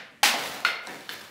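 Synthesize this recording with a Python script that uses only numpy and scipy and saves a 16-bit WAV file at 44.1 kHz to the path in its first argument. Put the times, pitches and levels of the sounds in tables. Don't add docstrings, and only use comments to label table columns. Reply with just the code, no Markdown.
import sys
import numpy as np
from scipy import signal
from scipy.fft import rfft, irfft, next_fast_len
from scipy.io import wavfile
from scipy.ndimage import uniform_filter1d

SR = 44100
rng = np.random.default_rng(int(sys.argv[2]) if len(sys.argv) > 2 else 0)


def pcm_store(signal):
    levels = np.round(np.clip(np.atleast_2d(signal), -1, 1) * 32767)
    wavfile.write(sys.argv[1], SR, levels.astype(np.int16).T)


def level_to_linear(level):
    exponent = np.asarray(level, float) / 20
    return 10 ** exponent


N = 57330
ROOM_DB = 4

# (frequency [Hz], level [dB], t60 [s])
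TAP_MODES = [(1674, 0, .01), (2300, -3, .005), (3050, -5, .008), (3500, -8, .01), (4150, -3, .006),
             (5300, -20, .015), (11680, -22, .006)]
# (frequency [Hz], level [dB], t60 [s])
KNOCK_MODES = [(281, 1, 0.06), (586, -3, 0.071), (762, 9.5, 0.049), (917, 8, 0.025)]


def unit(x):
    return x / np.sqrt(np.mean(x ** 2) + 1e-20)


def along(points, hz):
    point_hz, value = np.transpose(points)
    return np.interp(np.log(hz + 1), np.log(point_hz + 1), value)


def filtered(x, response):
    size = next_fast_len(x.shape[-1] + 8192)
    spectrum = rfft(x, size) * response(np.fft.rfftfreq(size, 1 / SR))
    return irfft(spectrum, size)[..., :x.shape[-1]]


def shaped_noise(points):
    return unit(filtered(rng.standard_normal(N), lambda hz: level_to_linear(along(points, hz))))


def garage(x):
    # (frequency [Hz], t60 [s])
    decay = [(150, 0.4), (500, 0.94), (1500, 0.64), (4000, 0.47), (8000, 0.31), (15000, 0.35)]
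    # (frequency [Hz], level [dB])
    colour = [(150, 7.5), (600, -2), (2000, -1.5), (5000, 4), (15000, 2.5)]
    first_wall_s, build_s = 0.0013, 0.005
    hz, t, z = signal.stft(rng.standard_normal(SR), SR, nperseg=256)
    fade_db = along(colour, hz)[:, None] - 60 * t / along(decay, hz)[:, None]
    tail = signal.istft(z * level_to_linear(fade_db), SR, nperseg=256)[1][:SR]
    late_s = np.maximum(np.arange(SR) / SR - first_wall_s, 0)
    tail = tail * (1 - np.exp(-late_s / build_s))
    return level_to_linear(ROOM_DB) * signal.fftconvolve(x * 1., tail / np.linalg.norm(tail))


def blows(contacts, modes, noise, ring_room_db):
    attack_s, scatter_db = 0.00034, 2.1
    crack_low_hz = 750
    lead = SR // 5
    out = np.zeros(N + lead + 2 * SR)
    t = np.arange(SR // 8) / SR
    rise = 1 - np.exp(-t / attack_s)

    def colour(hz):
        return level_to_linear(along(noise, hz))

    def small_body(hz):
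        return (1j * hz / (crack_low_hz + 1j * hz)) ** 2

    for s, ring_db, crack_db, crack_t60_s, room_db in contacts:
        ring = np.zeros(len(t))
        for hz, mode_db, t60_s in modes:
            fade = level_to_linear(mode_db + scatter_db * rng.normal() - 60 * t / t60_s)
            ring += fade * np.sin(2 * np.pi * hz * t)
        ring = level_to_linear(ring_db) * ring * rise

        envelope = level_to_linear(crack_db - 60 * t / crack_t60_s) * rise
        crack = envelope * unit(filtered(rng.standard_normal(len(t)), colour))
        crack = filtered(crack, small_body)

        answer = filtered(garage(t == 0), colour)
        answer *= level_to_linear(ROOM_DB) * np.linalg.norm(envelope) / np.linalg.norm(answer)
        wet = level_to_linear(ring_room_db) * garage(ring) + answer

        at = round(s * SR) + lead
        out[at:at + len(t)] += ring + crack
        out[at:at + len(wet)] += level_to_linear(room_db) * wet
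    return out[lead:lead + N]


def earlier_tap():
    # (time [s], ring level [dB], crack level [dB], crack t60 [s], room level [dB])
    contacts = [
        (-0.035, -25, -22.5, 0.011, 0),
    ]
    # (frequency [Hz], level [dB per Hz])
    noise = [(120, -27), (300, -17), (620, -4.5), (1000, -11), (1800, 0), (3200, -10), (5550, -22),
             (15700, -51)]
    return blows(contacts, TAP_MODES, noise, ring_room_db=-5)


def air():
    # (frequency [Hz], level [dB per Hz])
    hum = [(25, 2), (80, -2.5), (250, -1.5), (600, -31), (2000, -14.5), (5000, -29), (10000, -32.5),
           (16000, -42)]
    return level_to_linear(-54.5) * shaped_noise(hum)


def slap():
    # (time [s], ring level [dB], crack level [dB], crack t60 [s], room level [dB])
    contacts = [
        (.2309, -15.5, -12, 0.036, -0.5),
        (.2345, -20.5, -12, 0.017, -1),
        (.2382, -41, -12.5, 0.021, -2.5),
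        (.2415, -42, -3.5, 0.0034, 6.5),
    ]
    # (frequency [Hz], level [dB], t60 [s])
    modes = [(828, 0, .05), (1103, -4, .05), (1340, -9, .04), (1900, -4, .05), (2400, -7, .04),
             (3050, -4, .04), (4080, -4, .03), (5740, -11, .025)]
    # (frequency [Hz], level [dB per Hz])
    noise = [(71, -57), (120, -30.5), (235, -16.5), (511, -21), (577, -10.5), (1390, -10.5), (2040, -5),
             (2220, -6), (15700, -26.5)]
    return blows(contacts, modes, noise, ring_room_db=-12)


def scrape():
    # (time [s], level [dB])
    pressure = [(.23, -100), (.36, -48), (.392, -32), (.402, -38.5), (.443, -38), (.45, -36.5), (.53, -42),
                (.545, -39), (.64, -55), (.77, -77), (.84, -51), (.9, -46), (1.0, -52), (1.082, -51.5),
                (1.13, -42.5), (1.18, -51.5), (1.215, -46.5), (1.3, -56)]
    # (frequency [Hz], level [dB])
    grit = [(300, -0.5), (1500, 6), (3500, 0.5), (6000, -5.5), (9000, -9.5), (13000, -11.5), (16000, -12.5)]
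    grains_per_s, spread_db, hiss = 3600, 2.5, 0.95
    clumps = level_to_linear(2 * unit(uniform_filter1d(rng.standard_normal(N), size=200)))
    grains = (rng.random(N) < grains_per_s / SR) * rng.standard_normal(N)
    grains = grains * level_to_linear(spread_db * rng.exponential(size=N))
    rub = unit(clumps * (unit(grains) + hiss * rng.standard_normal(N)))
    rub = unit(filtered(rub, lambda hz: level_to_linear(along(grit, hz))))
    s, pressure_db = np.transpose(pressure)
    return level_to_linear(np.interp(np.arange(N) / SR, s, pressure_db)) * rub


def knocks():
    # (time [s], ring level [dB], crack level [dB], crack t60 [s], room level [dB])
    contacts = [
        (.339, -32, -24.5, 0.043, 1),
        (.545, -41, -44, 0.055, 6.2),
    ]
    # (frequency [Hz], level [dB per Hz])
    noise = [(80, -16), (150, -25), (300, -3.5), (700, 8.5), (1000, -3), (1600, -31), (3000, -6.5),
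             (15700, -34.5)]
    return blows(contacts, KNOCK_MODES, noise, ring_room_db=-6)


def squeaks():
    # (time [s], length [s], frequency [Hz], level [dB], tilt [dB per overtone])
    chirps = [
        (.398, .014, 4500, -57, 0),
        (.448, .02, 3950, -54, -1),
        (.538, .016, 4030, -47, -1),
        (1.21, .009, 5150, -46, -12),
    ]
    partials, roughness = 4, .04
    out, t = np.zeros(N), np.arange(N) / SR
    drift = unit(uniform_filter1d(rng.standard_normal(N), size=60))
    for s, length_s, hz, level_db, tilt_db in chirps:
        phase_rad = 2 * np.pi * hz * np.cumsum(1 + roughness * drift) / SR
        tone = np.zeros(N)
        for k in range(partials):
            if (k + 1) * hz < SR / 2:
                tone += level_to_linear(k * tilt_db) * np.sin((k + 1) * phase_rad)
        swell = np.sqrt(np.sin(np.pi * np.clip((t - s) / length_s, 0, 1)).clip(0))
        out += level_to_linear(level_db) * tone * swell
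    return out


def clacks():
    # (time [s], ring level [dB], crack level [dB], crack t60 [s], room level [dB])
    contacts = [
        (.6487, -17.5, -18, 0.0089, 0),
        (.6494, -10, -15, 0.018, 0),
    ]
    # (frequency [Hz], level [dB], t60 [s])
    modes = [(690, -17, .09), (1432, -2, .042), (1750, -2, .006), (2100, -5, .035), (2700, -6, .012),
             (3600, -5, .012), (4300, -13, .04), (5200, -15, .015), (9700, -30, .008)]
    # (frequency [Hz], level [dB per Hz])
    noise = [(120, -24.5), (680, -4.5), (1000, -7), (1500, -1), (2600, 0), (4500, -14), (7000, -23),
             (15700, -30)]
    return blows(contacts, modes, noise, ring_room_db=-5)


def ticks():
    # (time [s], ring level [dB], crack level [dB], crack t60 [s], room level [dB])
    contacts = [
        (.871, -25.5, -46, 0.0028, -8),
        (1.0075, -40, -44, .006, 0),
    ]
    # (frequency [Hz], level [dB], t60 [s])
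    modes = [(1647, -9, .012), (4054, 0, .012), (5599, -1, .008), (7860, -6, .008), (9500, -8, .008)]
    # (frequency [Hz], level [dB per Hz])
    noise = [(500, -16), (2000, -8), (4000, -13), (6000, 4), (10000, -2), (15700, -14)]
    return blows(contacts, modes, noise, ring_room_db=-9)


def thuds():
    # (time [s], ring level [dB], crack level [dB], crack t60 [s], room level [dB])
    contacts = [
        (.8735, -42, -37, 0.035, 9.1),
        (1.093, -56.5, -37, 0.036, 3.6),
    ]
    # (frequency [Hz], level [dB per Hz])
    noise = [(80, -28), (150, -4), (300, 4.5), (700, 0), (1000, -22), (1800, 6.5), (3000, -11.5),
             (15700, -37)]
    return blows(contacts, KNOCK_MODES, noise, ring_room_db=-9)


def taps():
    # (time [s], ring level [dB], crack level [dB], crack t60 [s], room level [dB])
    contacts = [
        (1.0921, -16.5, -30, 0.0056, -3),
        (1.0966, -24, -30.5, 0.011, 0.5),
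        (1.1022, -26, -45, 0.0054, -2),
    ]
    # (frequency [Hz], level [dB per Hz])
    noise = [(120, -28), (600, -14), (1000, -32), (1600, 5), (3000, -1), (4400, -17), (6500, -8),
             (15700, -17)]
    return blows(contacts, TAP_MODES, noise, ring_room_db=-3)


def flicks():
    # (time [s], level [dB])
    pops = [(1.121, -47), (1.126, -41), (1.13, -50), (1.1372, -37.5), (1.1625, -68), (1.199, -49),
            (1.207, -60), (1.212, -70), (1.216, -67)]
    centre_hz, width_hz, length_s = 12800, 2500, .0012
    t = np.arange(N) / SR
    gate = sum(level_to_linear(level_db) * np.exp(-((t - s) / length_s) ** 2) for s, level_db in pops)
    hiss = filtered(rng.standard_normal(N), lambda hz: np.exp(-((hz - centre_hz) / width_hz) ** 2))
    return gate * unit(hiss)


def scene():
    hits = earlier_tap() + slap() + knocks() + clacks() + ticks() + thuds() + taps()
    rub = scrape()
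    chirps = squeaks() + flicks()
    room = garage(level_to_linear(-4) * rub + level_to_linear(-19) * chirps)[:N]
    return (hits + rub + chirps + room + air())[None]


def roll_off(x):
    return signal.sosfilt(signal.butter(12, 16820, fs=SR, output="sos"), x)


def record(dry):
    low_cut_hz, top_hz, top_slope_hz = 142, 15750, 40

    def band(hz):
        low_cut = (1j * hz / (low_cut_hz + 1j * hz)) ** 2
        return low_cut * (level_to_linear(-40) + .5 - .5 * np.tanh((hz - top_hz) / top_slope_hz))

    return roll_off(filtered(dry, band))


dry = scene()
out = record(dry)
pcm_store(out)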